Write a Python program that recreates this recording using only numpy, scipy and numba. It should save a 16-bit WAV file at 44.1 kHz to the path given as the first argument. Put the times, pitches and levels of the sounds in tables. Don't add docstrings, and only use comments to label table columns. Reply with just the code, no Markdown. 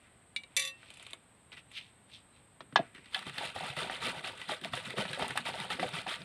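import sys
import numpy as np
from scipy import signal
from scipy.fft import rfft, irfft
from scipy.io import wavfile
from scipy.ndimage import uniform_filter1d
from numba import njit

SR = 44100
rng = np.random.default_rng(int(sys.argv[2]) if len(sys.argv) > 2 else 0)


def file_out(sig):
    cols = np.atleast_2d(sig).T
    lim = np.clip(cols, -1, 1)
    pcm = np.round(lim * 32767).astype(np.int16)
    wavfile.write(sys.argv[1], SR, pcm)


N = 275468

# (time [s], level [dB], t60 set by the grip [s], tilt [dB/octave], bowl note [dB], handle modes [dB])
SPOON_BLOWS = [(0.3622, -27, 0.24, -6.5, 9.5, -30), (0.435, -45, 0.13, -4.5, 25, 21),
               (.5656, -18, 4.4, 5.5, -20, 7), (.5714, -21.5, 6, -1, 5.5, 2),
               (.5944, -22.5, 3.0, 4, 3, 3.5), (.6214, -31, 3.0, 2, -5, -24),
               (0.6385, -38, 4.6, -2.5, -12, 3.5), (.6504, -31.5, 2.7, 3, -14, -28),
               (0.6741, -34, 3.6, 0.5, -13, -25)]


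def undb(db):
    return 10 ** (np.asarray(db) / 20)


def level(x, rms_db):
    return x * undb(rms_db) / np.sqrt(np.mean(x ** 2))


def fade(t, t60_s):
    return np.exp(-np.log(1000) * t / t60_s)


def add(out, at_s, x, peak_db):
    i = int(at_s * SR)
    out[i:i + len(x)] += (x * undb(peak_db) / np.max(np.abs(x)))[:N - i]


def band(x, lo_hz, hi_hz):
    sos = signal.butter(4, [lo_hz, min(hi_hz, .45 * SR)], "bandpass", fs=SR, output="sos")
    return signal.sosfilt(sos, x)


def colour(x, shape, size=4096):
    hz, db = np.transpose(shape)
    bin_hz = np.arange(size // 2 + 1) * SR / size
    gain_db = np.interp(np.log(bin_hz + 1), np.log(hz), db)
    cepstrum = irfft(np.log(undb(gain_db)))
    cepstrum[1:size // 2] *= 2
    cepstrum[size // 2 + 1:] = 0
    return signal.fftconvolve(x, irfft(np.exp(rfft(cepstrum))))[:len(x)]


@njit
def resonate(x, hz, width_hz):
    y, band_state, low_state = np.empty(len(x)), 0., 0.
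    for i in range(len(x)):
        g, damping = np.tan(np.pi * hz[i] / SR), width_hz / hz[i]
        v = (band_state + g * (x[i] - low_state)) / (1 + g * (g + damping))
        band_state = 2 * v - band_state
        low_state += 2 * g * v
        y[i] = damping * v
    return y


def smooth(x, samples):
    return uniform_filter1d(uniform_filter1d(x, samples), samples)


def walk(rate_hz):
    hold = int(SR / rate_hz)
    steps = np.repeat(rng.standard_normal(N // hold + 1), hold)
    return 0.55 * smooth(steps, hold)[:N]


def swell(at_s, hold_s, rise_s, fall_s):
    t = np.arange(N) / SR - at_s
    return undb(-20 * np.maximum(np.maximum(-t / rise_s, (t - hold_s) / fall_s), 0))


@njit
def bubbles(start, hz, cycles, size, glide):
    out = np.zeros(N + SR)
    for k in range(len(start)):
        n = int(3 * cycles * SR / hz[k])
        decay = np.exp(-2 * hz[k] / (cycles * SR))
        step = 2 * np.pi * hz[k] / SR
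        phase, amplitude = 0., size[k]
        for i in range(n):
            phase += step * (1 + glide * i / n)
            amplitude *= decay
            out[start[k] + i] += amplitude * np.sin(phase)
    return out[:N]


def froth(count, lo_hz, hi_hz, cycles, spread_db, glide):
    when, pitch, strength = rng.random((count, 3)).T
    hz = lo_hz * (hi_hz / lo_hz) ** pitch
    size = hz * undb(spread_db * np.minimum(-np.log(1 - strength), 4))
    return level(bubbles((when * N).astype(np.int64), hz, cycles, size, glide), 0)


def field():
    # (frequency [Hz], gain [dB])
    spectrum = [(18, -33), (30, -4), (59, -3), (118, -3.5), (204, -6), (259, -6), (345, -11.5), (844, -13),
                (2540, -19), (3770, -23), (6380, -42.5), (8300, -13.5), (9970, -32.5), (11400, -38.5),
                (16000, -71)]
    # (centre [Hz], width [Hz], level [dB])
    insects = [(8270, 63, -74), (12300, 200, -94)]
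    cricket, engine = (11100, 30, -93), (112, 14, -73)
    out = level(colour(rng.standard_normal(N), spectrum), -63) * undb(0.09 * walk(3.27))
    for hz, width_hz, db in insects + [cricket, engine]:
        drone = resonate(rng.standard_normal(N), np.full(N, float(hz)), float(width_hz))
        out += level(drone, db) * undb(0.4 * walk(6.5))
    return out


def bird():
    length_s, pitch_hz, waver_hz = .11, 3980, 30
    out, t = np.zeros(N), np.arange(int(length_s * SR)) / SR
    tone = np.sin(2 * np.pi * pitch_hz * t + 0.82 * np.sin(2 * np.pi * waver_hz * t))
    add(out, at_s=2.3, x=np.sin(np.pi * t / length_s) * tone, peak_db=-72)
    return out


def brushing():
    # (time [s], hold [s], level [dB], centre [Hz], rise [s], fall [s])
    touches = [(0.006, 0.058, -66.5, 2000, 0.059, .15), (.55, .005, -66, 2310, 0.15, .02),
               (0.853, .27, -58.5, 2750, 0.2, 0.075), (1.527, 0.011, -51.5, 2600, 0.011, 0.046),
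               (1.574, .01, -48.5, 2550, 0.012, 0.028), (1.775, 0.0047, -39.5, 2930, 0.049, 0.037),
               (1.805, 0.014, -53.5, 2870, .03, 0.098), (2.139, .006, -50.5, 3220, 0.044, 0.073),
               (2.366, 0.0092, -65.5, 2680, 0.066, 0.066), (2.802, 0.018, -56.5, 1700, .01, 0.16),
               (2.951, 0.0076, -52.5, 2050, 0.01, 0.078), (3.054, .03, -61, 2700, 0.17, .08)]
    gains = 1e-9 + np.array([undb(db) * swell(at_s, hold_s, rise_s, fall_s)
                             for at_s, hold_s, db, _, rise_s, fall_s in touches])
    centre_hz = np.transpose(touches)[3] @ gains / gains.sum(axis=0)
    grains = froth(count=40000, lo_hz=1450, hi_hz=11600, cycles=0.87, spread_db=4.5, glide=0.)
    body = grains
    for _ in range(3):
        body = resonate(body, centre_hz, width_hz=2600.)
    hiss = band(grains, 7800, 11500)
    return gains.max(axis=0) * (level(body, 0) + level(hiss, -23))


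def grit():
    # (time [s], peak [dB], centre [Hz], tick re peak [dB])
    clicks = [(0.83, -44, 1990, -20.5), (0.9034, -38, 3130, -9), (0.9394, -49.5, 3590, 1.5),
              (0.9712, -42.5, 2450, -7), (0.9971, -38.5, 3200, -15), (1.026, -43.5, 2180, -2.5),
              (1.0657, -36.5, 3060, -12), (1.1068, -43, 2820, -6), (1.132, -29.5, 3040, -12.5),
              (1.519, -39.5, 2790, -26), (1.5274, -47, 2850, -25), (1.5709, -39, 2370, -22),
              (1.7149, -44, 2550, -9), (2.0986, -54, 2450, -8)]
    out, t = np.zeros(N), np.arange(SR // 16) / SR
    for at_s, db, centre_hz, tick_db in clicks:
        click, tick, thud = rng.standard_normal((3, len(t)))
        add(out, at_s, band(thud * fade(t, 0.1), 296, 1620), db - 12)
        add(out, at_s, band(click * fade(t, 0.014), centre_hz / 1.42, centre_hz * 1.32), db)
        add(out, at_s, band(tick * fade(t, 0.047), 6700, 10700), db + tick_db)
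    return out


def neck():
    # (frequency [Hz], level [dB], t60 [s])
    modes = [(2160, -12, .05), (2820, -16, 0.072), (2850, -5, 0.059), (3800, -4, 0.052), (3890, -4, 0.025),
             (4270, -4.5, 0.025), (6870, -18, .03), (8900, -8.5, 0.024)]
    out, t = np.zeros(N), np.arange(SR // 10) / SR
    hz, mode_db, t60_s = np.transpose(modes)[:, :, None]
    ring = (undb(mode_db) * np.sin(2 * np.pi * hz * t) * fade(t, t60_s)).sum(axis=0)
    attack = 1 - np.exp(-t / .0004)
    for at_s, db, *_ in SPOON_BLOWS[:2]:
        add(out, at_s, attack * ring, db + 3)
    return out


def spoon():
    # (frequency [Hz], level [dB], t60 [s])
    modes = [(538, -25, 0.59), (1136, -24, 0.63), (1857, -25, 2.1), (2320, -4, 0.16), (2686, -15, 4.4),
             (3042, -24, 0.41), (3515, 0, 0.088), (3666, -22, 3.4), (3741, -16, 0.63), (4048, -16, 0.51),
             (4194, -29, 1.5), (4678, -20, 0.5), (5346, -47, 5.0), (5862, -17, 0.2), (6040, -16, 0.2),
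             (6568, -55, 5.0), (7235, -18, 0.39), (7623, -26, 1.6), (8694, -29, 1.0), (9012, -32, 3.6),
             (9426, -19, 0.43), (10140, -24, 0.23), (10350, -25, 0.3), (11400, -22, 0.2),
             (12590, -53, 0.69), (13320, -42, 0.42), (14000, -42, 0.15), (14250, -44, 0.15),
             (15300, -46, 0.26)]
    # (frequency [Hz], gain [dB])
    buzz_shape = [(880, -19.5), (1500, -17), (1960, 9.5), (3250, -36), (3620, -16), (4460, -21),
                  (5880, -22), (11500, -22), (16000, -56)]
    bowl_hz, drop_s, rest_s = 2320, SPOON_BLOWS[2][0], .7
    out, t = np.zeros(N), np.arange(SR // 3) / SR
    hz, mode_db, t60_s = np.transpose(modes)[:, :, None]
    free = np.sin(2 * np.pi * hz * t) * fade(t, t60_s) * (1 - np.exp(-t / 0.0001))
    bowl = np.exp(-((hz / bowl_hz - 1) / .05) ** 2)
    handle = (hz < 2800) & (t60_s > .5)
    stops_s = [blow[0] for blow in SPOON_BLOWS[1:]] + [rest_s]
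    for (at_s, db, grip_t60_s, tilt_db, bowl_db, handle_db), stop_s in zip(SPOON_BLOWS, stops_s):
        shape_db = mode_db + tilt_db * np.log2(hz / 2500) + bowl_db * bowl + handle_db * handle
        weight = undb(shape_db + rng.standard_normal(hz.shape))
        settled = fade(np.maximum(at_s + t - rest_s, 0), .3)
        stifled = fade(np.maximum(at_s + t - stop_s, 0), 0.13)
        ring = (weight * free * np.where(handle, settled, stifled)).sum(axis=0)
        add(out, at_s, ring * fade(t, grip_t60_s), db)
        mid, high = rng.standard_normal((2, len(t)))
        crack = band(mid * fade(t, 0.057), 2000, 4770)
        crack += undb(tilt_db - 7) * band(high * fade(t, 0.058), 6000, 10400)
        add(out, at_s, crack, db + (-7 if at_s < drop_s else 0.5))
    buzz = colour(rng.standard_normal(len(t)), buzz_shape) * fade(t, 0.41)
    add(out, drop_s, buzz * fade(np.maximum(drop_s + t - rest_s, 0), .05), -33)
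    return out


def bottle_wall():
    # (time [s], level [dB], centre [Hz], boom re level [dB], tick re level [dB])
    knocks = [(2.605, -30.5, 730, -20, -38), (2.724, -40.5, 1490, -3, -30), (2.758, -3, 965, -33, -43.5),
              (2.791, -31.5, 825, 3, -42), (2.947, -38, 2200, -9.5, -16), (2.979, -39.5, 1890, -9, -30),
              (3.057, -38, 2690, -16.5, -21), (3.145, -15.5, 4230, -42, -20), (3.191, -28, 2800, -34, -17),
              (3.226, -32.5, 1690, -29, -19), (3.266, -29, 1200, -9.5, -24), (3.295, -28, 2280, -28, -17),
              (3.381, -20, 3030, -37, -20), (3.561, -26.5, 724, -24, -19), (3.766, -25.5, 830, -21, -16),
              (3.897, -22.5, 1020, -25.5, -37), (4.03, -40, 790, -14, -27),
              (4.068, -24.5, 3040, -12.5, -12), (4.415, -25, 1880, -30, -18.5),
              (4.493, -29.5, 810, -14, -21), (4.518, -22.5, 3120, -28, -17), (4.613, -32.5, 2640, -10, -13),
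              (4.646, -22.5, 2630, -21, -17.5), (4.734, -20.5, 725, -39, -21.5),
              (4.904, -25.5, 1770, -21, -18), (4.981, -22, 785, -15, -17), (5.052, -24, 760, -19, -41),
              (5.131, -19.5, 2480, -30, -19), (5.195, -28, 1560, -14.5, -32), (5.222, -18.5, 774, -25, -25),
              (5.28, -32.5, 800, -20, -1.5), (5.306, -22.5, 1490, -22, -18), (5.374, -14.5, 1760, -34, -13),
              (5.463, -26, 3340, -20, -22), (5.6, -22.5, 2430, -22, -14.5), (5.702, -19.5, 2500, -36, -25),
              (5.795, -20, 1420, -13, -37), (5.828, -20, 714, -16, -37), (6.066, -25.5, 785, -17, -27),
              (6.217, -32.5, 3130, -21, -27)]
    # (frequency [Hz], level [dB], t60 before the 30 ms cap [s])
    modes = [(220, -0.5, 0.078), (540, -26, 0.011), (1115, 10.5, 0.049), (1862, -4.5, 0.034),
             (1850, 25, 0.056), (2230, -17, 0.039), (2530, -51, 0.063), (2817, 5.5, 0.11),
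             (3160, -23, 0.083), (3512, 16, 0.085), (3634, 17, 0.062), (4680, -6.5, 0.086)]
    # (frequency [Hz], gain [dB])
    tick_shape = [(4500, -19), (7200, -2.5), (9000, 5.5), (11000, -5.5), (13000, -14), (16000, -27)]
    out, t = np.zeros(N), np.arange(SR // 10) / SR
    hz, mode_db, t60_s = np.transpose(modes)[:, :, None]
    attack = 1 - np.exp(-(t / 0.00093) ** 2)
    decay = fade(t, np.minimum(t60_s, .03))
    for at_s, db, centre_hz, boom_db, tick_db in knocks:
        level_jitter, pitch_jitter = rng.standard_normal((2,) + hz.shape)
        rasp, boom, tick, snap = rng.standard_normal((4, len(t))) * attack
        bent_hz = hz * (1 + 0.049 * pitch_jitter)
        spot_db = -4 * np.abs(np.log2(hz / centre_hz))
        weight = undb(mode_db + spot_db + 0.7 * level_jitter)
        ring = (weight * np.sin(2 * np.pi * bent_hz * t) * decay).sum(axis=0)
        rasp = band(rasp * fade(t, 0.055), min(0.5 * centre_hz, 1500), 3920)
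        snap = band(snap * fade(t, 0.0071), centre_hz / 1.4, min(1.65 * centre_hz, 4600))
        add(out, at_s, attack * ring / np.max(ring) + undb(-1.5) * rasp, db - 7.5)
        add(out, at_s, snap, db - 7.5)
        add(out, at_s, band(boom * fade(t, .11), 122, 417), db + boom_db)
        add(out, at_s, band(colour(tick * fade(t, .014), tick_shape), 4000, 20000), db + tick_db)
    return out


def gulps():
    # (time [s], peak [dB], starting pitch [Hz])
    big_bubbles = [(2.792, -23, 663), (3.16, -35.5, 756), (3.411, -34, 794), (3.434, -32, 672),
                   (3.559, -34, 770), (3.607, -29.5, 748), (3.633, -33.5, 717), (3.897, -32, 753),
                   (4.084, -34, 500), (4.494, -29, 798), (4.519, -27.5, 602), (4.652, -34.5, 662),
                   (4.736, -33.5, 698), (4.775, -36, 488), (4.94, -36, 424), (4.98, -38, 554),
                   (5.016, -41, 472), (5.175, -35, 580), (5.194, -32.5, 800), (5.221, -32, 770),
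                   (5.356, -31, 770), (5.372, -30, 812), (5.484, -35.5, 664), (5.711, -33, 817),
                   (5.789, -33.5, 527), (5.829, -23, 718), (5.843, -31, 483), (6.063, -31, 748),
                   (6.083, -32, 700)]
    out, t = np.zeros(N), np.arange(SR // 10) / SR
    envelope = (1 - np.exp(-t / 0.00057)) * fade(t, 0.054)
    for at_s, db, hz in big_bubbles:
        gain_wobble, phase_wobble = smooth(rng.standard_normal((2, len(t))), 90) * np.sqrt(135)
        tone = np.sin(2 * np.pi * hz * (t + 1.55 * t ** 2) + 0.23 * phase_wobble)
        add(out, at_s, envelope * (1 + 0.45 * gain_wobble) * tone, db)
    return out


def slosh():
    # (time [s], hold [s], splash [dB], gurgle re splash [dB], surge re splash [dB])
    strokes = [(3.133, 0.063, -45, -13.5, -11), (3.267, 0.015, -46.5, -13, -3),
               (3.344, 0.013, -48.5, -16, -18), (3.382, 0.028, -43, -3, -8.5),
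               (3.433, 0.027, -39.5, -13.5, -16), (3.554, 0.15, -44.5, -6, -9.5),
               (3.778, 0.056, -38.5, -5, -11), (3.909, 0.049, -43.5, -5.5, -13),
               (4.026, 0.071, -38.5, -8.5, -8.5), (4.148, 0.041, -48, -2, -15),
               (4.246, 0.048, -41.5, -8, -9.5), (4.377, 0.049, -48, -13.5, -13),
               (4.492, 0.03, -39, -11.5, -9), (4.639, 0.0085, -43.5, -10, -3),
               (4.734, 0.06, -43, -10.5, -4.5), (4.854, 0.052, -45, -6.5, -4.5),
               (4.974, 0.038, -39, -1.5, -9.5), (5.06, 0.053, -46, -11, -6), (5.139, 0.014, -44.5, -7, -9),
               (5.195, 0.039, -39.5, -0.5, -5.5), (5.286, 0.028, -44, -8, -6),
               (5.365, 0.0084, -39, -12.5, -7.5), (5.458, 0.024, -38.5, -5.5, -11),
               (5.541, 0.097, -43.5, -3, -8.5), (5.708, 0.012, -37.5, -6.5, -9.5),
               (5.802, 0.077, -42.5, -4.5, -6.5), (5.94, 0.048, -40, -8.5, -9),
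               (6.081, 0.048, -40, -10.5, -13.5), (6.206, 0.011, -51.5, -2.5, -4)]
    # (frequency [Hz], gain [dB])
    splash_shape = [(530, -31), (900, 2), (1060, -8.5), (1160, 1), (1930, 1), (2140, 1), (3200, 2.5),
                    (4100, -2.5), (6000, -18), (7800, -34), (13200, -120)]
    surge_shape = [(29, -58), (50, 4), (97, 1), (161, 4.5), (269, -2), (308, -34), (420, -6.5), (550, -71),
                   (920, -120)]
    fizz_shape = [(3240, -34), (5500, -7), (6430, -3.5), (7520, -0.5), (8990, 5.5), (11800, -11),
                  (13000, -17), (15200, -30), (16000, -18)]
    times_s, holds_s, splash_db, gurgle_db, surge_db = np.transpose(strokes)

    def envelope(offset_db, fall_s, rise_s=0.023):
        return np.sqrt(sum((undb(db) * swell(at_s, hold_s, rise_s, fall_s)) ** 2
                           for at_s, hold_s, db in zip(times_s, holds_s, splash_db + offset_db)))

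    spray = froth(count=9000, lo_hz=875, hi_hz=5750, cycles=11.9, spread_db=2.5, glide=0.33)
    drops = froth(count=2500, lo_hz=1200, hi_hz=12000, cycles=1.3, spread_db=3.5, glide=0.)
    splash = colour(spray + undb(-9) * drops + undb(1.5) * rng.standard_normal(N), splash_shape)
    splash = level(splash, 0) * envelope(0, fall_s=0.085)
    gurgle = froth(count=1100, lo_hz=356.3, hi_hz=922, cycles=7.7, spread_db=2., glide=0.53)
    gurgle *= envelope(gurgle_db, fall_s=0.11)
    heave = froth(count=500, lo_hz=92.7, hi_hz=398, cycles=8., spread_db=4., glide=0.1)
    surge = level(colour(heave, surge_shape), 0) * undb(0.44 * walk(52))
    surge *= envelope(surge_db, fall_s=0.11)
    pops = froth(count=20000, lo_hz=6000, hi_hz=15200, cycles=30., spread_db=5., glide=0.12)
    fizz = colour(pops + undb(2) * drops + undb(6.5) * rng.standard_normal(N), fizz_shape)
    fizz = level(fizz, 0) * envelope(-14, fall_s=.08)
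    spurts = undb(2.67 * walk(45) + 2.9 * walk(140))
    return spurts * (splash + fizz) + gurgle + surge


def scene():
    near = spoon() + neck() + bottle_wall() + brushing() + grit() + slosh() + gulps()
    t = np.arange(SR // 8) / SR
    scatter = band(rng.standard_normal(len(t)), 163, 3190) * fade(t, 0.13)
    reflections = undb(-34.5) * signal.fftconvolve(near, scatter)[:N]
    return (near + reflections + bird() + field())[None]


def record(dry):
    low_hz, top_hz = 65.3, 15800
    thin = signal.sosfilt(signal.butter(2, low_hz, "highpass", fs=SR, output="sos"), dry)
    return signal.sosfilt(signal.ellip(10, .2, 80, top_hz, fs=SR, output="sos"), thin)


dry = scene()
out = record(dry)
file_out(out)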